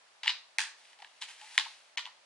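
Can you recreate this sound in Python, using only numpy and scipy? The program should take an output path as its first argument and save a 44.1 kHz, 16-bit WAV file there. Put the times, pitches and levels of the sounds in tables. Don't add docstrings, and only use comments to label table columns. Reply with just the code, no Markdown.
import sys
import numpy as np
from scipy import signal
from scipy.fft import rfft, irfft, next_fast_len
from scipy.io import wavfile
from scipy.ndimage import uniform_filter1d

SR = 44100
rng = np.random.default_rng(int(sys.argv[2]) if len(sys.argv) > 2 else 0)


def generate_wav(signal):
    frames = np.transpose(np.atleast_2d(signal))
    scaled = np.clip(frames, -1, 1) * 32767
    pcm = np.round(scaled).astype(np.int16)
    wavfile.write(sys.argv[1], SR, pcm)


def volts_from_db(level):
    exponent = np.asarray(level, float) / 20
    return 10 ** exponent


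N = 99225


def unit(x):
    return x / np.sqrt(np.mean(x ** 2) + 1e-20)


def peak(x):
    return x / np.abs(x).max()


def along(points, hz):
    f, v = np.transpose(points)
    return np.interp(np.log(hz + 1), np.log(f + 1), v)


def filtered(x, response):
    m = 2 * next_fast_len(x.shape[-1] // 2 + SR // 8)
    return irfft(rfft(x, m) * response(np.fft.rfftfreq(m, 1 / SR)), m)[..., :x.shape[-1]]


def causal(points):
    def response(hz):
        cepstrum = irfft(np.log(volts_from_db(along(points, hz)) + 1e-6))
        half = len(cepstrum) // 2
        cepstrum[1:half] *= 2
        cepstrum[half + 1:] = 0
        return np.exp(rfft(cepstrum))
    return response


def spread(pair, alike):
    def mid_and_side(hz):
        turn = np.arccos(np.clip(along(alike, hz), -1, 1)) / 2
        return np.array([np.cos(turn), np.sin(turn)])
    mid, side = filtered(pair, mid_and_side)
    return np.array([mid + side, mid - side])


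def steady_noise(spectrum, db):
    # frequency in Hz, left-right likeness.
    likeness = [(60, 0.9), (230, 1), (870, 0.12), (3320, 0.05), (12700, 0.013)]
    noise = filtered(rng.standard_normal((2, N)), lambda hz: volts_from_db(along(spectrum, hz)))
    return volts_from_db(db) * unit(spread(noise, likeness))


def hiss():
    # frequency in Hz, level in dB per Hz.
    hiss_spectrum = [(200, -33.5), (400, -13), (640, -2), (2000, -4.5), (4400, -7), (6300, -11.5),
                     (10900, -19), (11600, -68)]
    return steady_noise(hiss_spectrum, -63)


def rumble():
    # frequency in Hz, level in dB per Hz.
    rumble_spectrum = [(20, -18), (100, -9), (300, 0), (450, -6), (900, -80)]
    return steady_noise(rumble_spectrum, -90.5)


def resonant(x, peaks):
    def response(f):
        return sum((-1) ** k * volts_from_db(db) * 1j * f * width / (hz * hz - f * f + 1j * f * width)
                   for k, (hz, width, db) in enumerate(peaks))
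    return filtered(x, response)


def blurred(peaks):
    widen = 1.075
    def response(f):
        return np.sqrt(sum(volts_from_db(2 * db) / (1 + ((hz * hz - f * f) / (f * width * widen + 1)) ** 2)
                           for hz, width, db in peaks))
    return response


def contacts(rows, shell, wet_db, shift):
    # frequency in Hz, width in Hz, level in dB.
    cavity = [(900, 100, 0), (1090, 70, -7), (780, 150, -12)]
    # frequency in Hz, level in dB.
    crack_colour = [(400, -44), (800, -12), (2000, 5.5), (4000, 9.5), (8000, -9.5), (11000, -18),
                    (14000, -33), (20000, -22)]
    blow_s, crack_s = 0.0015, 0.0071
    roughness, ring_db = 0.25, 0.5
    first_answer_s = 0.0025
    round_hollow_db, round_crack_db = 17, -0.7

    toward, kicks = np.zeros(N + SR), np.zeros((3, N))
    t = np.arange(SR // 10) / SR
    hollow = [(hz * shift, width, db) for hz, width, db in cavity]
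    for s, db, hollow_db, crack_db in rows:
        push = volts_from_db(-20 * t / blow_s) * roughness * rng.standard_normal(len(t)) + (t == 0)
        crack = filtered(volts_from_db(-20 * t / crack_s) * rng.standard_normal(len(t)), causal(crack_colour))
        sound = peak(resonant(push, shell))
        sound = sound + volts_from_db(hollow_db) * peak(resonant(push, hollow))
        sound = sound + volts_from_db(crack_db) * peak(crack)
        toward[round(s * SR):][:len(t)] += volts_from_db(db + ring_db) * sound
        parts_db = np.array([0, hollow_db + round_hollow_db, crack_db + round_crack_db])
        kicks[:, round((s + first_answer_s) * SR)] = volts_from_db(db + parts_db)

    def colours(f):
        return np.array([blurred(shell)(f), blurred(hollow)(f), volts_from_db(along(crack_colour, f))])
    return toward[:N], volts_from_db(wet_db + 18) * filtered(kicks, colours).sum(axis=0)


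def room(toward, around):
    # frequency in Hz, time to fall 60 dB in seconds.
    decay = [(500, 0.49), (1300, 0.35), (3000, 0.32), (4400, 0.38), (6000, 0.36), (9000, 0.28)]
    # frequency in Hz, level of the tail in dB.
    tail_colour = [(10800, 30), (11500, -33)]
    # frequency in Hz, left-right likeness of the tail.
    tail_alike = [(500, 0.87), (2500, 0.59), (4500, 0.063), (10000, 0.05)]
    # delay in seconds, level in dB over the tail.
    reflections = [
        (.005, 8),
        (0.015, 6),
        (0.029, -4.5),
    ]
    # frequency in Hz, angle in radians by which each microphone port is turned.
    port_phase = [(2500, 0.15), (4500, 0.6), (10000, 0.84)]
    left_db, left_treble_db = 0.96, -0.5
    start_s, rise_s, wall_rise_s, scatter_s = 0.0013, 0.018, 0.0009, 0.0032

    hz, t, z = signal.stft(rng.standard_normal((2, SR // 2)), SR, nperseg=256)
    fall_db = along(tail_colour, hz)[:, None] - 60 * t / along(decay, hz)[:, None]
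    tail = signal.istft(z * volts_from_db(fall_db), SR, nperseg=256)[1]
    t = np.arange(tail.shape[1]) / SR
    walls = sum(volts_from_db(db) * np.clip((t - s) / wall_rise_s, 0, 1) * np.exp(-np.abs(t - s) / scatter_s)
                for s, db in reflections)
    tail = spread(tail, tail_alike) * (np.clip((t - start_s) / rise_s, 0, 1) + walls)

    def ports(hz):
        sign = np.array([[1], [-1]])
        lean = along([(2000, left_db), (11000, left_db + left_treble_db), (12000, 4.8)], hz)
        return volts_from_db(sign * lean) * np.exp(1j * sign * along(port_phase, hz))
    answer = signal.fftconvolve(around[None], tail / np.linalg.norm(tail[0]), axes=1)[:, :N]
    return filtered(toward, ports) + answer


def handled(rows, shell, group):
    # plug in, snap, fumble, grip, knock, press, scrape.
    # Strength of the room's answer in dB.
    wet_db = [-8.5, -7.5, -11.5, -12.5, -12.5, -10, -10]
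    hollow_shift = [1.05, 0.97, 0.89, 0.96, 0.99, 1.03, .95]
    dull_db = [-6, 0, -1, -1, 0.5, -1, -3]
    heard = room(*contacts(rows, shell, wet_db[group], hollow_shift[group]))
    shade = dull_db[group]
    return filtered(heard, causal([(5000, 0), (8000, shade), (13000, 2 * shade)]))


def scrape():
    blows = [(0.2324, -32.5, -25, 0.5), (0.2339, -29.5, -13.5, -3), (0.2364, -31.5, -15, -8),
             (.239, -38, -4, -11), (.245, -31.5, -16, -12), (0.248, -35.5, -28, -10),
             (0.2571, -39, -8, -10), (0.2584, -33, -16, -8), (0.2605, -31, -8.5, -14),
             (0.2606, -27, -15, -19)]
    shell = [(1750, 450, 2), (2400, 500, 4), (3100, 550, 5), (3800, 500, -2), (4700, 400, -3)]
    return handled(blows, shell, 6)


def plug_in():
    blows = [(0.2711, -21.5, -19.5, -7), (0.2735, -23.5, -23, -14), (0.2772, -21, -38, -2.5),
             (0.278, -14.5, -34, -4.5), (.279, -20.5, -21, -8), (0.2926, -18.5, -22, -11.5),
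             (0.2953, -24, -21, -8), (.2985, -26, -14.5, -18), (.3025, -22.5, -32, -2.5)]
    shell = [(1950, 200, -7), (2300, 250, -12), (2910, 150, 0), (3450, 350, -10), (4180, 300, -5),
             (5000, 700, -21), (7240, 900, -25)]
    return handled(blows, shell, 0)


def snap():
    blows = [(0.5844, -14, -23.5, -9), (.5856, -19.5, -30, -21), (0.5899, -27.5, -7, -18),
             (.5925, -34.5, -13, -15), (.605, -28, -25, -3.5), (.6155, -26.5, -24, -7),
             (.637, -30.5, -15, -8)]
    shell = [(1850, 330, 8), (2500, 330, 5), (3280, 500, -8), (4730, 500, -2), (6200, 600, -2),
             (8260, 1800, -5)]
    return handled(blows, shell, 1)


def fumble():
    blows = [(.848, -63, -29, 9), (.853, -55, -28, 5), (0.9312, -45.5, -9.5, -31), (0.989, -55, -11, 5.5),
             (1.002, -48.5, -2, -22), (1.021, -41.5, -6, -3), (1.0252, -46, 9, -14), (1.046, -38, -15, -13),
             (1.0478, -41, -18, -11), (1.073, -50, -2, -15)]
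    shell = [(1850, 260, 6), (3000, 260, 5), (3700, 400, -4)]
    return handled(blows, shell, 2)


def grip():
    blows = [(1.2171, -34, -25, -6), (1.222, -29.5, -14, -3.5), (1.227, -30.5, -22, -19),
             (1.233, -29.5, -36, -25), (1.239, -44, -13, -24), (1.4135, -44, -15, 1)]
    shell = [(1600, 300, -2), (2300, 400, 3), (3010, 300, 11), (4000, 700, 4), (6330, 600, -8),
             (7700, 700, -2)]
    return handled(blows, shell, 3)


def knock():
    blows = [(1.5775, -25.5, -12, -6), (1.5783, -8.5, -18.5, -10.5), (1.582, -22, -8, -14),
             (1.5863, -22.5, -15.5, -4), (1.597, -28, -10, -13), (1.608, -26, -20, -18),
             (1.653, -32, -18, -21), (1.6605, -41, 0.5, -5), (1.666, -44, 5.5, -2)]
    shell = [(1750, 260, 1), (2200, 280, 0), (2940, 500, 3), (3650, 500, 0), (4400, 550, -2),
             (5520, 450, -12), (7140, 400, -17)]
    return handled(blows, shell, 4)


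def press():
    blows = [(1.9734, -22, -21.5, -6.5), (1.9755, -23.5, -21, -10), (1.9783, -23, -24, -17),
             (1.981, -28.5, -13, -6), (1.9826, -24.5, -12.5, -6.5), (1.991, -35, -12, -1),
             (1.994, -34.5, -10, -5), (2.052, -41, -11, -5), (2.0553, -32, -16, -13), (2.063, -36, -7, -21),
             (2.066, -42, -4, -7), (2.073, -44.5, 5, -24)]
    shell = [(2006, 224, 3), (2994, 250, 3), (3420, 250, 0), (4320, 460, -8.5), (6000, 620, -14)]
    return handled(blows, shell, 5)


def thuds():
    # start in seconds, length in seconds, level in dB.
    jolts = [
        (.275, .06, -86),
        (.585, 0.026, -86),
        (1.579, .04, -86),
        (1.975, .02, -90),
        (2.05, .03, -90),
    ]
    t = np.arange(N) / SR
    shake = sum(volts_from_db(db) * (t > s) * np.exp(-np.abs(t - s) / length) for s, length, db in jolts)
    return shake * steady_noise([(20, -3), (150, 0.5), (350, -6), (600, -50)], 0)


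def squeak(s, length, from_hz, to_hz, db):
    t = np.arange(N) / SR
    u = np.clip((t - s) / length, 0, 1)
    jitter_hz = 30 * unit(uniform_filter1d(rng.standard_normal(N), size=150))
    flutter = 1 + 0.3 * unit(uniform_filter1d(rng.standard_normal(N), size=200))
    hz = from_hz + (to_hz - from_hz) * u + jitter_hz
    return volts_from_db(db) * np.sin(np.pi * u ** 0.45) * flutter * np.sin(2 * np.pi * np.cumsum(hz) / SR)


def fingers():
    # time in seconds, strength in dB.
    strokes = [
        [(0.72, -80), (0.784, -61), (0.94, -62), (0.98, -93), (0.986, -62), (1.044, -68), (1.102, -67.5),
         (1.208, -62.5), (1.215, -41)],
        [(1.24, -47), (1.244, -70), (1.272, -63), (1.29, -46.5), (1.356, -58.5), (1.418, -51.5), (1.5, -53.5),
         (1.55, -48.5), (1.565, -50)],
    ]
    # time in seconds, strength in dB.
    settling = [(1.7, -55.5), (1.908, -69.5), (1.96, -88)]
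    # frequency in Hz, level in dB per Hz.
    skin = [(240, -46), (400, -31.5), (815, 5), (1200, -9.5), (1780, 2), (2890, 2.5), (10600, -8.5),
            (11200, -13), (12000, -56), (15600, -100), (22000, -120)]
    # start in seconds, length in seconds, first pitch in Hz, last pitch in Hz, level in dB.
    squeaks = [
        (1.411, 0.056, 810, 940, -51),
        (.988, 0.028, 800, 850, -54),
    ]
    grains_per_s, grain_spread_db, rub_db, room_db = 3000, 1.5, -3.73, -7

    s, db = np.transpose(np.vstack([*strokes, [(1.58, -64)], settling]))
    strength_db = np.interp(np.arange(N) / SR, s, db, left=-120, right=-120)
    slips = (rng.random(N) < grains_per_s / SR) * rng.standard_normal(N)
    slips = slips * volts_from_db(grain_spread_db * rng.exponential(size=N))
    grains = unit(slips) + 0.98 * rng.standard_normal(N)
    grains = unit(filtered(grains, lambda hz: volts_from_db(along(skin, hz))))
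    out = grains * volts_from_db(rub_db + strength_db) + sum(squeak(*row) for row in squeaks)
    return out, volts_from_db(room_db) * out


def microphone(x):
    # frequency in Hz, level in dB.
    capsule = [(60, -22.5), (400, -34), (600, -17.5), (780, -5.5), (1000, 1), (10800, 1.5), (11400, -15),
               (13500, -25), (15000, -83)]
    return filtered(x, causal(capsule))


def scene():
    pad = scrape() + plug_in() + snap() + fumble() + grip() + knock() + press()
    pad = pad + room(*fingers())
    return microphone(pad) + hiss() + rumble() + thuds()


def band_limit(x):
    return signal.sosfilt(signal.butter(12, 13270, fs=SR, output="sos"), x)


def record(dry):
    # start in seconds, end in seconds, lowest muted frequency in Hz, share removed.
    hushes = [
        (.575, .5815, 2700, .7),
        (1.9615, 1.97, 1600, .96),
    ]
    t = np.arange(N) / SR
    for start, end, hz, share in hushes:
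        shut = uniform_filter1d(((t > start) & (t < end)) * 1.0, size=60)
        treble = filtered(dry, lambda f: np.clip((f - hz) / 600 + 0.5, 0, 1))
        dry = dry - share * shut * treble
    return band_limit(dry)


dry = scene()
out = record(dry)
generate_wav(out)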